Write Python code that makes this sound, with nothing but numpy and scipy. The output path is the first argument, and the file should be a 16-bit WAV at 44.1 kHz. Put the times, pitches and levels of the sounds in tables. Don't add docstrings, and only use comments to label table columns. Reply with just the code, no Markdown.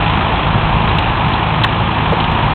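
import sys
import numpy as np
from scipy import signal
from scipy.fft import rfft, irfft, next_fast_len
from scipy.io import wavfile
from scipy.ndimage import uniform_filter1d

SR = 44100
rng = np.random.default_rng(int(sys.argv[2]) if len(sys.argv) > 2 else 0)


def transcribe(signal):
    frames = np.atleast_2d(signal).T
    limited = np.clip(frames, -1, 1)
    pcm = np.round(limited * 32767).astype(np.int16)
    wavfile.write(sys.argv[1], SR, pcm)


N = 112014
TIME = np.arange(N) / SR


CYLINDER_BALANCE = [1.5, -0.76, 1.1, -2]
# multiple of firing rate, level/dB
EXHAUST_TONES = [(1, -28.5), (2, -24), (2.5, -32.5), (3, -31), (4, -33), (5.25, -43.5), (6, -46)]
# f/Hz, relative level/dB
PUFF_SPECTRUM = [(50, -21), (90, -5.5), (120, -7.5), (155, 4), (185, -6), (240, -9.5), (320, -7.5),
                 (450, -18), (800, -18.5)]
# f/Hz, relative level/dB
BLOCK_SPECTRUM = [(500, -8), (950, 1), (1350, 1), (1580, -5.5), (1780, -2), (2100, -6), (2420, 1),
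                  (2850, -.5), (3050, -2), (3350, -0.5), (3750, -10), (4000, -14), (4400, -25)]
# t/s, level/dB
CLATTER_GAIN = [(0, 2.5), (.42, .8), (.6, -1.8), (1.0, 0.2), (1.2, 0), (1.8, -0.7), (2.2, -0.8),
                (2.54, -0.1)]

def engine(run_s, firing_hz=54.15, decay_s=.014, puff_db=-21.5, block_db=-24.5):
    firings = firing_hz * run_s + rng.random()
    strength = from_db(CYLINDER_BALANCE)[firings.astype(int) % len(CYLINDER_BALANCE)]
    pulses = strength * strokes(firings, firing_hz, decay_s)
    puffs = evened(coloured(pulses * rng.standard_normal(N), PUFF_SPECTRUM))
    clatter = coloured(pulses * rng.standard_normal(N), BLOCK_SPECTRUM)
    clatter_db = block_db + np.interp(TIME, *np.transpose(CLATTER_GAIN))
    return tones(firings, EXHAUST_TONES) + from_db(puff_db) * puffs + from_db(clatter_db) * clatter


# multiple of blow rate, level/dB
ROTOR_TONES = [(1, -40.5), (2, -28.5), (4, -30), (5, -39)]
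# f/Hz, relative level/dB
THRASH_SPECTRUM = [(300, -10.5), (600, -13.5), (1000, 4), (1600, -5.5), (2100, -6), (2600, 1), (3400, -6.5),
                   (4300, -28)]

def spreader(run_s, blow_hz=38, grains_per_s=3300, spread_db=2.5, thrash_db=-27.5):
    blows = blow_hz * run_s + rng.random()
    sizes = from_db(spread_db * np.minimum(rng.exponential(1, N), 4))
    signs = rng.choice([-1, 1], N)
    hits = rng.random(N) < grains_per_s / SR
    grains = sizes * signs * hits * strokes(blows, blow_hz, decay_s=.026)
    return tones(blows, ROTOR_TONES) + from_db(thrash_db) * coloured(grains, THRASH_SPECTRUM)


# f/Hz, width/Hz, level/dB
GEAR_TONES = [(1239, 5.3, -37), (1686, 10, -40.5), (2390, 44, -43)]

def gears():
    whine = np.zeros(N)
    for hz, width_hz, db in GEAR_TONES:
        phase = 2 * np.pi * hz * TIME
        whine += from_db(db) * (drift(width_hz / 2) * np.sin(phase) + drift(width_hz / 2) * np.cos(phase))
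    return whine


# t/s, length/s, level/dB, lower band edge f/Hz
CLOD_HITS = [(.886, 0.011, -26.5, 3130), (.984, 0.0062, -15.5, 2400), (1.334, 0.0073, -20.5, 3100),
             (1.635, 0.01, -12, 2750), (1.64, 0.0075, -12, 990), (2.2, 0.0069, -18, 2600),
             (2.239, 0.0076, -21, 2800)]
# f/Hz, relative level/dB, T60/s
PANEL_MODES = [(1067, 4, .03), (1459, 1.5, 0.016), (1740, 2.5, 0.021)]
# f/Hz, relative level/dB, T60/s
BODY_MODES = [(455, -1.5, 0.064), (514, 0.092, 0.072), (600, -1, .03), (770, -0.71, 0.017)]

def clods(top_hz=3800):
    cracks = np.zeros(N)
    for start_s, length_s, db, low_hz in CLOD_HITS:
        crack = butterworth(crunch(start_s, length_s), 2, [low_hz, top_hz], "band")
        cracks += from_db(db) * crack * np.sqrt(length_s * SR / np.sum(crack ** 2))
    clank = from_db(-10) * struck_steel(PANEL_MODES, start_s=1.641, length_s=.006)
    thud = from_db(-10.5) * struck_steel(BODY_MODES, start_s=2.12, length_s=.009)
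    return cracks + clank + thud


def struck_steel(modes, start_s, length_s):
    ringing = np.zeros(N)
    for hz, db, t60_s in modes:
        radius = np.exp(-np.log(1000) / (t60_s * SR))
        angle = 2 * np.pi * hz / SR
        feedback = [1, -2 * radius * np.cos(angle), radius ** 2]
        ring = signal.lfilter([0, np.sin(angle)], feedback, crunch(start_s, length_s))
        ringing += from_db(db) * ring / np.abs(ring).max()
    return ringing


def crunch(start_s, length_s, release_s=.0015):
    age_s = TIME - start_s
    envelope = (age_s >= 0) * np.exp(-np.clip((age_s - length_s) / release_s, 0, 30))
    return envelope * rng.standard_normal(N) + 1e-18


# f/Hz, relative level/dB
TYRE_SPECTRUM = [(200, -8.5), (420, -9), (580, -8), (720, -3), (880, 1), (1030, -.5), (1180, -6),
                 (1500, -11), (2200, -15.5), (4000, -23.5)]
# t/s, level/dB
TRAFFIC_GAIN = [(0, 1.5), (.25, 0.7), (.6, 0.5), (.85, 1), (1.1, 0.5), (1.55, 0.2), (1.75, -1.2),
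                (2.1, 0.5), (2.54, 0.5)]

def road(base_db=-18.5):
    level_db = base_db + np.interp(TIME, *np.transpose(TRAFFIC_GAIN))
    return from_db(level_db) * coloured(rng.standard_normal(N), TYRE_SPECTRUM)


# f/Hz, relative level/dB
RUMBLE_SPECTRUM = [(10, -6.5), (25, -11), (45, 3), (70, 0), (110, -2), (200, -9.5), (400, -30.5)]
# t/s, level/dB
BUFFET_PEAKS = [(0.021, -22.5), (.175, -16.5), (.56, -15), (.77, -27), (.87, -19), (1.284, -15.5),
                (1.601, -15), (1.809, -19.5), (2.11, -15.5), (2.46, -17.5)]
# f/Hz, relative level/dB
BUFFET_SPECTRUM = [(40, -6), (70, -6), (120, 2.5), (170, 1.5), (260, -25)]

def wind(rumble_db=-24.5, gust_db=4.5, buffet_width_s=.03):
    gusts = from_db(gust_db * drift(1.4))
    rumble = from_db(rumble_db) * coloured(gusts * rng.standard_normal(N), RUMBLE_SPECTRUM)
    swell = sum(from_db(db) * np.exp(-((TIME - s) / buffet_width_s) ** 2) for s, db in BUFFET_PEAKS)
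    return rumble + swell * evened(coloured(rng.standard_normal(N), BUFFET_SPECTRUM))


# t/s, peak level/dB
TICK_PEAKS = [(.108, -44), (.155, -41), (.222, -40.5), (.872, -45.5), (.987, -26.5), (1.288, -35.5),
              (1.642, -21.5), (1.647, -31), (1.648, -23), (1.807, -42), (2.128, -35), (2.318, -35.5)]

def ticks(rolloff_hz=3500, highpass_hz=4270):
    times_s, db = np.transpose(TICK_PEAKS)
    clicks = np.full(N, 1e-18)
    clicks[(times_s * SR).astype(int)] = from_db(db)
    dulled = butterworth(clicks, 1, rolloff_hz)
    thin = butterworth(dulled, 2, highpass_hz, "high")
    return thin * clicks.max() / np.abs(thin).max()


def tones(cycles, orders, flutter_db=.9, flutter_hz=2.7):
    hum = np.zeros(N)
    for multiple, db in orders:
        amplitude = np.sqrt(2) * from_db(db + flutter_db * drift(flutter_hz))
        hum += amplitude * np.sin(2 * np.pi * (multiple * cycles + rng.random()))
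    return hum


def strokes(cycles, hz, decay_s, attack_s=.0012):
    age_s = cycles % 1 / hz
    tail = np.exp(-1 / hz / decay_s)
    return np.exp(-age_s / decay_s) - (1 - tail) * np.exp(-age_s / attack_s)


def coloured(x, spectrum):
    hz, db = np.transpose(spectrum)
    size = next_fast_len(N + 4096)
    bins_hz = np.maximum(np.arange(size // 2 + 1) * SR / size, 1)
    octaves_out = np.maximum(np.log2(hz[0] / bins_hz), 0) + np.maximum(np.log2(bins_hz / hz[-1]), 0)
    gain = from_db(np.interp(np.log(bins_hz), np.log(hz), db) - 18 * octaves_out)
    return unit_rms(irfft(rfft(x, size) * gain, size)[:N])


def drift(rate_hz):
    hop, settle = 40, 2000
    pole = np.exp(-2 * np.pi * rate_hz * hop / SR)
    noise = rng.standard_normal(N // hop + settle + 2)
    slow = signal.lfilter([1], [1, -2 * pole, pole ** 2], noise)[settle:]
    return np.interp(np.arange(N) / hop, np.arange(len(slow)), unit_rms(slow))


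def evened(x):
    return unit_rms(x / np.sqrt(uniform_filter1d(x * x, size=2000) + 1e-6))


def butterworth(x, order, hz, kind="low"):
    return signal.sosfilt(signal.butter(order, hz, kind, fs=SR, output="sos"), x)


def unit_rms(x):
    return x / np.sqrt(np.mean(x ** 2) + 1e-20)


def from_db(db):
    return 10 ** (np.asarray(db) / 20)


def scene(rev_wander=.0018):
    run_s = np.cumsum(1 + rev_wander * drift(1.45)) / SR
    return (engine(run_s) + spreader(run_s) + gears() + clods() + road() + wind())[None]


def record(dry, overload=.7, fade_s=.004, mic_top_hz=4087, cutoff_hz=15900):
    fade_out = np.clip((TIME[-1] - TIME) / fade_s - 1, 0, 1)
    clipped = np.clip(dry, -overload, overload) * fade_out
    dull = butterworth(clipped, 28, mic_top_hz)
    top_cut = signal.ellip(10, .1, 80, cutoff_hz, fs=SR, output="sos")
    return signal.sosfilt(top_cut, dull + ticks())


dry = scene()
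out = record(dry)
transcribe(out)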